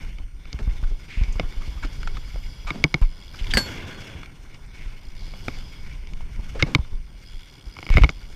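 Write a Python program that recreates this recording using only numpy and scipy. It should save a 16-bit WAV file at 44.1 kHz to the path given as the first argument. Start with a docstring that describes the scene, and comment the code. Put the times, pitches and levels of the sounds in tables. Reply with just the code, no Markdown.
"""Concrete ramps: a small bike is ridden, heard by a microphone sealed in a plastic case on the rider's chest.
Damped bounces and tremor of the body shake it; noise makes the rumble and hiss of the tyres through the case.
Struck modes ring in the knocking case and in a steel axle peg that clanks, grinds and sings on a ramp edge.
Ticks, scuffs and low rumbles on the case are short coloured noises, the freewheel is a train of ticks,
electronics whine as thin sines and the microphone hisses faintly as banded noise."""
import sys
import numpy as np
from scipy import signal
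from scipy.io import wavfile
from scipy.ndimage import map_coordinates

SR = 44100
rng = np.random.default_rng(int(sys.argv[2]) if len(sys.argv) > 2 else 0)


def wav_record(signal):
    """Record a signal, one row per channel, as 16-bit PCM in the file named by sys.argv[1]."""
    frames = np.transpose(np.atleast_2d(signal))
    bounded = np.clip(frames, -1, 1)
    # unit amplitude maps onto the largest positive 16-bit level
    quanta = np.round(bounded * 32767).astype(np.int16)
    wavfile.write(sys.argv[1], SR, quanta)


N = 368235

# All levels hold ahead of the gain and peak rounding in record(); levels of modes and spectra are relative.
# Jolts of the body: (time [s], peak level [dB], settled bounce frequency [Hz])
BODY_JOLTS = [(0.197, -25.5, 22.4), (0.543, -22, 50.5), (0.617, -19.5, 25.3), (0.675, -14, 32),
              (0.829, -14.5, 21.8), (0.911, -20.0, 23), (1.172, -15.5, 25), (1.212, -13, 40.6),
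              (1.281, -17, 23.6), (1.356, -19, 28), (1.435, -18.5, 21.7), (1.566, -19.5, 20.7),
              (1.677, -22, 47), (1.84, -24, 21.8), (1.979, -28, 29), (2.148, -25.5, 40),
              (2.343, -20.5, 29.9), (2.647, -22.5, 29), (3.016, -7.5, 24.2), (3.41, -19, 25.2),
              (3.49, -19.5, 21.7), (3.547, -16.5, 43.2), (4.151, -28.5, 70.5), (4.857, -25, 23.3),
              (5.219, -25.5, 21.6), (5.278, -29.5, 23.2), (5.57, -29.5, 21.55), (5.947, -31, 24.7),
              (6.125, -25, 21.4), (6.392, -22.5, 29.9), (6.789, -15.5, 53), (6.93, -18, 24.4),
              (7.335, -28, 21.6), (7.665, -27.5, 38.2), (7.902, -7.5, 23.7), (7.954, -7.5, 54),
              (7.972, -15.5, 26.4), (8.012, -4.5, 38.9), (8.035, -7.5, 53.7)]
# Tremor of the chest between jolts: (time [s], level [dB])
TREMOR_LEVEL = [(0.0, -26.5), (0.58, -43.5), (0.74, -28), (1.16, -45.5), (1.93, -31), (3.63, -42.5),
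                (3.95, -44.5), (6.74, -30.5), (7.68, -52.5), (8.12, -39), (8.35, -37.5)]
# Spectrum of the steady tremor: (frequency [Hz], density [dB per Hz])
TREMOR_SPECTRUM = [(8.8, -12), (15, 5), (27, -1), (39, -35.5), (65, -16.5), (149, -23), (200, -39),
                   (260, -69)]
# Tyre hiss through the case: (time [s], level [dB])
ROLLING_LEVEL = [(0, -50.5), (.3, -64), (.65, -51), (.98, -57), (1.37, -51), (2.16, -52.5), (2.4, -56),
                 (3.32, -56), (3.56, -42), (3.8, -47), (4.25, -54), (4.65, -58), (4.85, -54), (5.08, -57.5),
                 (5.5, -51), (6.16, -58), (6.65, -51), (7.05, -60.5), (7.5, -58), (8.35, -55)]
# Spectrum of the tyre rumble: (frequency [Hz], density [dB per Hz])
RUMBLE_SPECTRUM = [(41, -67), (70, 2), (109, 1.5), (195, -7), (388, -13), (617, -21.5), (1200, -16.5),
                   (1560, -46)]
# Case resonances that colour steady sound: (frequency [Hz], bandwidth [Hz], level [dB])
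CASE_RESONANCES = [(1443, 223, -1.5), (2213, 180, 5.5), (2960, 310, -2), (3520, 174, -1), (4360, 120, -7),
                   (4790, 170, -6), (5480, 1260, -10.5), (7020, 130, -17)]
# Knocks of the case in its mount: (time [s], peak level of the crack [dB], hardness [dB per octave])
CASE_KNOCKS = [(0.185, -35, 10.5), (0.455, -36.5, 8), (0.529, -24.5, 17.5), (1.236, -28, 12),
               (1.397, -11, 3), (2.359, -30, -2.5), (2.705, -14, 4.5), (2.84, -1.5, 9.5), (2.942, -7, 6.5),
               (4.545, -37, 12), (5.337, -32, -1.5), (5.483, -15.5, 2.5), (5.934, -40, 16),
               (6.072, -35, 14), (6.135, -33.5, 13), (6.207, -35, -1), (6.625, -3, 6.5), (6.7492, -2, 11.5),
               (7.767, -30, 1), (7.788, -27, 3.5), (7.828, -26, 3), (7.866, -24.5, 5), (7.89, -24, 3.5),
               (7.902, -23, 4.5), (7.94, -20.5, 7), (7.964, -24, 14), (7.971, -4, 2), (7.982, -10.5, 0.5),
               (8.036, -9, 2.5), (8.043, -9.5, 5.5), (8.092, -15, 7), (8.101, -33, 31)]
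# Modes of the struck case: (frequency [Hz], level [dB], t60 [s], at least 0.002 s in use)
CASE_MODES = [(672, 12, 0.0054), (1017, 12, 0.0035), (1387, 5.5, 0.0072), (2212, -16, 0.048),
              (2204, 4, 0.018), (3025, -6.5, 0.0092), (3615, -10, 0.0093), (4330, -6, 0.0014),
              (5010, -10, 0.0041), (6280, -21, 0.0035), (7180, -33.5, 0.0062)]
# Modes of the chest plate: (frequency [Hz], level [dB], t60 [s])
PLATE_MODES = [(149.5, 5, 0.055), (289.4, 2, 0.031)]
# Short coloured noises on the case, ticks, scuffs and low rumbles:
# (time [s], peak level [dB], colour frequency [Hz], length [s])
SHORT_NOISES = [(0.589, -31.5, 1440, 0.003), (0.591, -28.5, 104, 0.023), (0.836, -34, 1430, 0.01),
                (1.075, -33, 2300, 0.18), (1.323, -37.5, 6500, 0.011), (1.606, -34.5, 1180, 0.029),
                (1.765, -37, 1090, 0.032), (1.826, -27, 1350, 0.025), (1.846, -25, 280, 0.013),
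                (2.03, -29, 1400, 0.0033), (2.073, -23, 1350, 0.0059), (2.169, -27.5, 1350, 0.0061),
                (2.666, -26, 1220, 0.042), (2.727, -26.5, 184, 0.1), (3.019, -31, 1010, 0.02),
                (3.34, -36, 1340, 0.011), (3.386, -33, 2930, 0.021), (3.442, -30.5, 2270, 0.0066),
                (3.468, -30.5, 3310, 0.0069), (3.506, -23.5, 3100, 0.017), (4.231, -30.5, 1380, 0.0042),
                (4.73, -37, 2380, 0.26), (5.19, -42, 4380, 0.16), (6.544, -27, 433, 0.047),
                (6.592, -21.5, 1620, 0.031), (6.658, -30, 248, 0.069), (6.782, -36.5, 905, 0.0088),
                (6.845, -40.5, 1290, 0.017), (7.907, -25.5, 2170, 0.11), (8.018, -24.5, 2185, 0.0074)]
# Peg meets ramp edge: (time [s], strength [dB], pitch factor [ratio], chatter decay [s], free ringing [s])
PEG_CLANKS = [(3.537, -14.5, 1.055, 0.062, 0.029), (3.571, -6, 1.001, 0.0086, 0.097)]
# Modes of peg and axle: (frequency [Hz], level [dB], t60 [s])
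PEG_MODES = [(1583, -1, 0.12), (1643, 5, 0.047), (1910, 16.5, 0.0087), (2800, 17, 0.0042), (4240, 3, 0.05),
             (4390, -3, 0.22), (7300, -26, 0.39), (7470, -2, 0.015), (11500, -24, 0.28)]
# Resonances of the grinding peg, each passed twice: (frequency [Hz], bandwidth of one pass [Hz], level [dB])
GRIND_RESONANCES = [(805, 750, -8.5), (1475, 350, 0.5), (2120, 450, -1.5), (2660, 330, 0.5),
                    (3350, 136, 3.5), (5800, 2100, -21.5)]
# Freewheel: (time [s], pawl rate [ticks per s], level through the frame [dB])
FREEWHEEL_COURSE = [(0, 61, -88), (1.1, 163, -60), (1.6, 276, -58.5), (2.6, 193, -54.5), (3.1, 89, -58.5),
                    (3.5, 94, -49), (3.7, 79, -49), (4.3, 34, -85), (5.0, 46, -61.5), (5.2, 75, -54.5),
                    (5.6, 175, -54.5), (6.1, 170, -70), (7.05, 78, -68.5), (7.3, 85, -55), (7.6, 67, -57.5),
                    (7.85, 80, -52), (8.35, 83, -60)]
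# Pawl modes in the frame, later weighted by frequency: (frequency [Hz], level [dB], t60 [s])
PAWL_FRAME_MODES = [(2300, -3, .012), (2940, -6, .02), (3330, 1.5, .014), (4300, -10, .015),
                    (4660, -4, .016), (5005, -4, .02), (5750, -13, .018)]
# Pawl modes in air, later weighted by frequency: (frequency [Hz], level [dB], t60 [s], at least 0.002 s in use)
PAWL_AIR_MODES = [(7160, -5.5, 0.008), (9940, -5.5, 0.00097), (12300, -6.5, 0.0017)]
# Spectrum of the faint steady microphone hiss: (frequency [Hz], density [dB per Hz])
MIC_HISS_SPECTRUM = [(2940, -17), (5000, -19), (7820, 10), (9110, -11), (11100, -26), (15200, -14)]
# Overtones of the electronics: (frequency [Hz], mean level [dB rms])
WHINE_TONES = [(5852, -77.5), (8780, -75.5), (11705, -86), (14626, -81)]

BOUNCE_CYCLES, PUSH_CYCLES = 4.04, 0.49   # bounces to die by 60 dB; softness of the push
STIFF_CYCLES, SLACKEN_CYCLES = 0.31, 0.17   # squeezed chest starts quicker: cycles gained, and over how many
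RUMBLE_OVER_HISS_DB = 5
# rumble left by a blow: levels below the peak of a knock and of a jolt, time to die by 1/e
SHUDDER_DB, JOLT_SHUDDER_DB, SHUDDER_S = -15.5, -25, 0.0091
# chest plate: push level at a full blow, dB lost per dB of a softer knock, delay
THUD_DB, THUD_GROWTH, THUD_LAG_S = -13, 1.21, 0.00647
PEG_SHARP, PEG_SETTLE_S = 0.0485, 0.0121   # under load the ring starts sharp by this share and sags
GRIND_START_S, GRIND_LIFT_START_S, GRIND_DB = 3.65, 4.194, -42.5   # level at the start
GRIND_RISE_S, GRIND_FADE_DB_PER_S, GRIND_LIFT_S = 0.01, 17, 0.12
GRIND_RUMBLE_DB = 0   # rumble of the grind against its hiss
SQUEAL_S, SQUEAL_LENGTH_S, SQUEAL_HZ, SQUEAL_DB = 3.9, 0.11, 4306, -56.5
HUB_AIR_DB = -14   # through the air, against the frame
MIC_HISS_DB = -83.5
CUTOFF_HZ = 15400


def from_db(db):
    """Logarithmic level: 20 dB is a factor of ten in amplitude."""
    return 10 ** (np.asarray(db) / 20)


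def rms_one(x):
    """Normalisation: scale to a root mean square of 1."""
    return x / np.sqrt(np.mean(x ** 2) + 1e-20)


def in_time(rows):
    """Linear interpolation: table columns as curves, one value a sample."""
    s, *columns = np.transpose(rows)
    return [np.interp(np.arange(N) / SR, s, c) for c in columns]


def drift(rate):
    """Low-passed noise: a slow random curve of spread 1, with its corner near rate in Hz."""
    r = np.exp(-40 * np.pi * rate / SR)   # one step is 20 samples
    white = rng.standard_normal(N // 20 + 4002)
    slow = signal.lfilter([1], [1, -2 * r, r * r], white)[4000:]   # past the start-up
    return np.interp(np.arange(N) / 20, np.arange(len(slow)), rms_one(slow))


def ring(clicks, hz, t60):
    """Damped oscillator: a unit click sets off a decaying sine of height 1; t60 is at least 2 ms."""
    r = from_db(-60 / (max(t60, .002) * SR))
    w = 2 * np.pi * hz / SR
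    return signal.lfilter([0, np.sin(w)], [1, -2 * r * np.cos(w), r * r], clicks + 1e-18)


def resonance(x, hz, width_hz):
    """Driven resonator: a band-pass with a gain of 1 on top."""
    r = np.exp(-np.pi * width_hz / SR)
    poles = [1, -2 * r * np.cos(2 * np.pi * hz / SR), r * r]
    return signal.lfilter([(1 - r * r) / 2, 0, (r * r - 1) / 2], poles, x)


def filtered(x, order, hz, kind="low"):
    """Butterworth filter: a flat pass band with smooth skirts."""
    return signal.sosfilt(signal.butter(order, hz, kind, fs=SR, output="sos"), x)


def banded_noise(spectrum, patchy_db, rate):
    """Band synthesis: half-octave noises, each with its own level and flicker, sum to rms 1."""
    hz, level_db = np.transpose(spectrum)
    edges = np.geomspace(hz[0], hz[-1], round(2 * np.log2(hz[-1] / hz[0])) + 2)
    out, together = 0, drift(rate)
    white = rng.standard_normal((2, N))   # neighbouring bands take different noise
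    for k, (low, high) in enumerate(zip(edges, edges[1:])):
        band = filtered(white[k % 2], 2, [low, high], "band")
        centre_db = np.interp(np.log(low * high) / 2, np.log(hz), level_db)
        flicker_db = patchy_db * (together + drift(rate))
        out = out + band * from_db(centre_db + flicker_db)
    return rms_one(out)


def grit(per_s, spread_db):
    """Impulse noise: random clicks of uneven size and either sign, rms 1."""
    excess = np.minimum(rng.exponential(1, N), 5)
    sizes = from_db(spread_db * excess) * rng.choice([-1, 1], N)
    return rms_one(sizes * (rng.random(N) < per_s / SR))


def jolts():
    """Damped mass on a stiffening spring: a blunt push, then a few low bounces that slow down."""
    out = np.zeros(N)
    for s, peak_db, hz in BODY_JOLTS:
        cycles = np.arange(SR // 2) * hz / SR
        phase = cycles - STIFF_CYCLES * np.expm1(-cycles / SLACKEN_CYCLES)
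        decay = np.exp(-np.log(1000) * cycles / BOUNCE_CYCLES)
        push = -np.expm1(-cycles / PUSH_CYCLES)
        bounce = np.sin(2 * np.pi * phase) * decay * push
        i = int(s * SR)
        out[i:i + len(bounce)] += (from_db(peak_db) * bounce / np.abs(bounce).max())[:N - i]
    return out


def shake():
    """Random excitation: the chest moves in separate low lumps, over a tremor."""
    lumps = filtered(grit(per_s=30, spread_db=1.2), 2, [20, 50], "band")
    lumps = filtered(lumps, 2, 90)
    tremor = banded_noise(TREMOR_SPECTRUM, patchy_db=-2.0, rate=3.0)
    return from_db(in_time(TREMOR_LEVEL)[0]) * rms_one(rms_one(lumps) + 1.1 * tremor)


def shudder():
    """Exponential decay of energy: gain of the rumble that each knock and jolt leaves in the bike."""
    blows = np.zeros(N)
    for table, below_db in ((CASE_KNOCKS, SHUDDER_DB), (BODY_JOLTS, JOLT_SHUDDER_DB)):
        s, peak_db, _ = np.transpose(table)
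        blows[(s * SR).astype(int)] += from_db(peak_db + below_db)
    return signal.lfilter([1], [1, -np.exp(-1 / (SHUDDER_S * SR))], blows)


def case_hiss():
    """Resonant transmission: tread and grit on concrete through case resonances that come and go."""
    contact = rng.standard_normal(N) * from_db(2.2 * drift(30))
    contact = contact + .35 * grit(per_s=60, spread_db=3)
    out = 0.045 * contact
    for k, (hz, width, db) in enumerate(CASE_RESONANCES):
        gain = from_db(db + 2.2 * drift(10.7))
        out = out + (-1) ** k * gain * resonance(contact, hz, width)   # alternating sign
    return rms_one(out)


def rolling():
    """Rough contact: tyres on concrete give low rumble, swollen by blows, and hiss through the case."""
    hiss_db, = in_time(ROLLING_LEVEL)
    rumble_gain = from_db(hiss_db + RUMBLE_OVER_HISS_DB) + shudder()
    rumble = rumble_gain * banded_noise(RUMBLE_SPECTRUM, patchy_db=1.3, rate=25)
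    return rumble + from_db(hiss_db) * case_hiss()


def knocks():
    """Modal impact: faces meet and rattle; hardness tilts the modes; the chest plate follows."""
    out, push, step = np.zeros(N), np.zeros(N), np.arange(SR // 20)
    for s, peak_db, hardness in CASE_KNOCKS:
        contact = .1 * rng.standard_normal(len(step)) * np.exp(-step / (.002 * SR))
        contact[0] = 1
        crack = 0.15 * contact
        for k, (hz, db, t60) in enumerate(CASE_MODES):
            mode_db = db + hardness * np.log2(hz / 2150) + 1.5 * rng.standard_normal()
            crack = crack + (-1) ** k * from_db(mode_db) * ring(contact, hz, t60)
        crack = filtered(crack, 2, 7000)   # plastic on plastic is never quite sharp
        i = int(s * SR)
        out[i:i + len(step)] += from_db(peak_db) * crack / np.abs(crack).max()
        push[i + int(THUD_LAG_S * SR)] = -from_db(THUD_GROWTH * peak_db + THUD_DB)
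    return out + sum(from_db(db) * ring(push, hz, t60) for hz, db, t60 in PLATE_MODES)


def short_noises():
    """Band-filtered noise bursts: ticks, scuffs and low rumbles of one colour, partly ringing the case."""
    out = np.zeros(N)
    grain = rng.standard_normal(N) + 0.38 * grit(per_s=1100, spread_db=10.5)
    grain = filtered(grain, 3, 7000)   # the sealed case shuts out the top
    case_hz, case_width_hz, _ = CASE_RESONANCES[1]
    for s, peak_db, hz, length in SHORT_NOISES:
        t = np.arange(int(4 * length * SR)) / SR
        i = int(s * SR)
        envelope = np.minimum(t / (0.18 * length), 1) * np.exp(-(t / length) ** 2)
        burst = grain[i:i + len(t)] * envelope
        case_share = 0.39 * min(hz / 1000, 1) ** 2   # low colours ring the case less
        coloured = resonance(burst, hz, 0.17 * hz + 74.0) + 0.0051 * burst
        coloured = coloured + case_share * resonance(burst, case_hz, case_width_hz)
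        out[i:i + len(t)] += from_db(peak_db) * coloured / np.abs(coloured).max()
    return out


def clanks():
    """Modal impact with contact damping: a click and dying chatter ring the peg until concrete damps it."""
    out, t = np.zeros(N), np.arange(SR // 2) / SR
    for s, strength_db, pitch, chatter, free in PEG_CLANKS:
        touches = 0.021 * rng.standard_normal(len(t)) * np.exp(-t / chatter)
        touches[0] = 1
        brief_touches = touches * np.exp(-t / .004)
        bell = 0
        for hz, db, t60 in PEG_MODES:
            drive = touches if t60 > .02 else brief_touches
            bell = bell + from_db(db) * ring(drive, hz * pitch, t60)
        # reading faster at first raises the pitch
        sagging_time = t - PEG_SHARP * PEG_SETTLE_S * np.expm1(-t / PEG_SETTLE_S)
        bell = map_coordinates(bell, [SR * sagging_time], order=3)
        i = int(s * SR)
        rubbing_db = 1.6 * drift(90)[i:i + len(t)]   # rough contact makes the ring flutter
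        bell *= from_db(rubbing_db) * np.exp(-np.maximum(t - free, 0) / 0.012)
        crunch = resonance(resonance(rng.standard_normal(len(t)), 1500, 5800), 1800, 9200)
        crunch = crunch * np.exp(-t / 0.016)
        low_noise = resonance(rng.standard_normal(len(t)), 300, 540) * np.exp(-t / 0.019)
        thump = ring(touches, 210, 0.054) + 2.04 * low_noise
        blow = np.minimum(t / .0012, 1) * (.3 * bell + .3 * crunch + .35 * thump)
        out[i:i + len(t)] += from_db(strength_db) * blow
    return out


def grind():
    """Friction-driven resonance: steel dragged on concrete sends grit into the peg; it bites, fades, lifts."""
    drag = rng.standard_normal(N) * from_db(2.5 * drift(70))
    drag = drag + .9 * grit(per_s=500, spread_db=2.6)
    steel = 0
    for hz, width, db in GRIND_RESONANCES:
        mode = resonance(resonance(drag, hz, width), hz, width)
        steel = steel + mode * from_db(db + 2.4 * drift(6))
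    frame = filtered(drag, 2, [80, 600], "band")
    t = np.arange(N) / SR
    bite = (t - GRIND_START_S) / GRIND_RISE_S
    lift = (GRIND_LIFT_START_S - t) / GRIND_LIFT_S + 1
    touching = np.clip(np.minimum(bite, lift), 0, 1)
    gain = touching * from_db(GRIND_DB - GRIND_FADE_DB_PER_S * (t - GRIND_START_S))
    return gain * (rms_one(steel) + from_db(GRIND_RUMBLE_DB) * rms_one(frame))


def squeal():
    """Narrow-band resonance: noise through one sharp peg mode sings as a thin, unsteady whistle."""
    since = (np.arange(N) / SR - SQUEAL_S) / SQUEAL_LENGTH_S
    tone = resonance(resonance(rng.standard_normal(N), SQUEAL_HZ, 30), SQUEAL_HZ, 30)
    envelope = np.clip(10 * since, 0, 1) * np.exp(-np.maximum(since, 0) ** 2)
    return from_db(SQUEAL_DB) * rms_one(tone) * envelope


def pawl_modes(rattle, modes):
    """Modal filtering: ticks ring a set of modes, each softened, weighted by frequency and wavering."""
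    out = 0
    for hz, db, t60 in modes:
        struck = ring(rattle * from_db(1.6 * drift(6.7)), hz, t60)
        out = out + from_db(db) * ring(struck, hz, 0.002) * hz
    return rms_one(out)


def freewheel():
    """Periodic impacts: pawls drop nearly evenly, each a tiny rattle; fast ticks merge into a whirr."""
    per_s, frame_db = in_time(FREEWHEEL_COURSE)
    teeth = np.floor(np.cumsum(per_s * (1 + 0.05 * drift(36))) / SR)
    drops = np.diff(teeth, prepend=0) * np.sqrt(SR / per_s)   # same power at any rate
    tail = signal.lfilter([1], [1, -np.exp(-1 / (.003 * SR))], drops)
    rattle = drops + .3 * tail * rng.standard_normal(N)
    frame = pawl_modes(rattle, PAWL_FRAME_MODES)
    air = pawl_modes(rattle, PAWL_AIR_MODES)
    return from_db(frame_db) * (frame + from_db(HUB_AIR_DB) * air)


def mic_hiss():
    """Self-noise: the faint steady hiss of the microphone, as noise in bands."""
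    return from_db(MIC_HISS_DB) * banded_noise(MIC_HISS_SPECTRUM, patchy_db=-4.5, rate=19.0)


def whine():
    """Amplitude-modulated sines: thin overtones from the electronics, wavering a little in level."""
    t, out = np.arange(N) / SR, 0
    for hz, db in WHINE_TONES:
        amplitude = np.sqrt(2) * from_db(db + 0.75 * drift(5.8))
        out = out + amplitude * np.sin(2 * np.pi * hz * t)
    return out


def scene():
    """Superposition: all sounds add at one microphone."""
    body = jolts() + shake()
    bike = rolling() + freewheel()
    case = knocks() + short_noises()
    peg = clanks() + grind() + squeal()
    background = mic_hiss() + whine()
    return (body + bike + case + peg + background)[None]


def record(dry):
    """Saturation and band limiting: gain of 1.25 for soft sound, rounded peaks, the top cut off."""
    rounded = 1.533 * np.tanh(dry / 1.225)
    return signal.sosfilt(signal.cheby2(8, 28, CUTOFF_HZ, fs=SR, output="sos"), rounded)


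dry = scene()
out = record(dry)
wav_record(out)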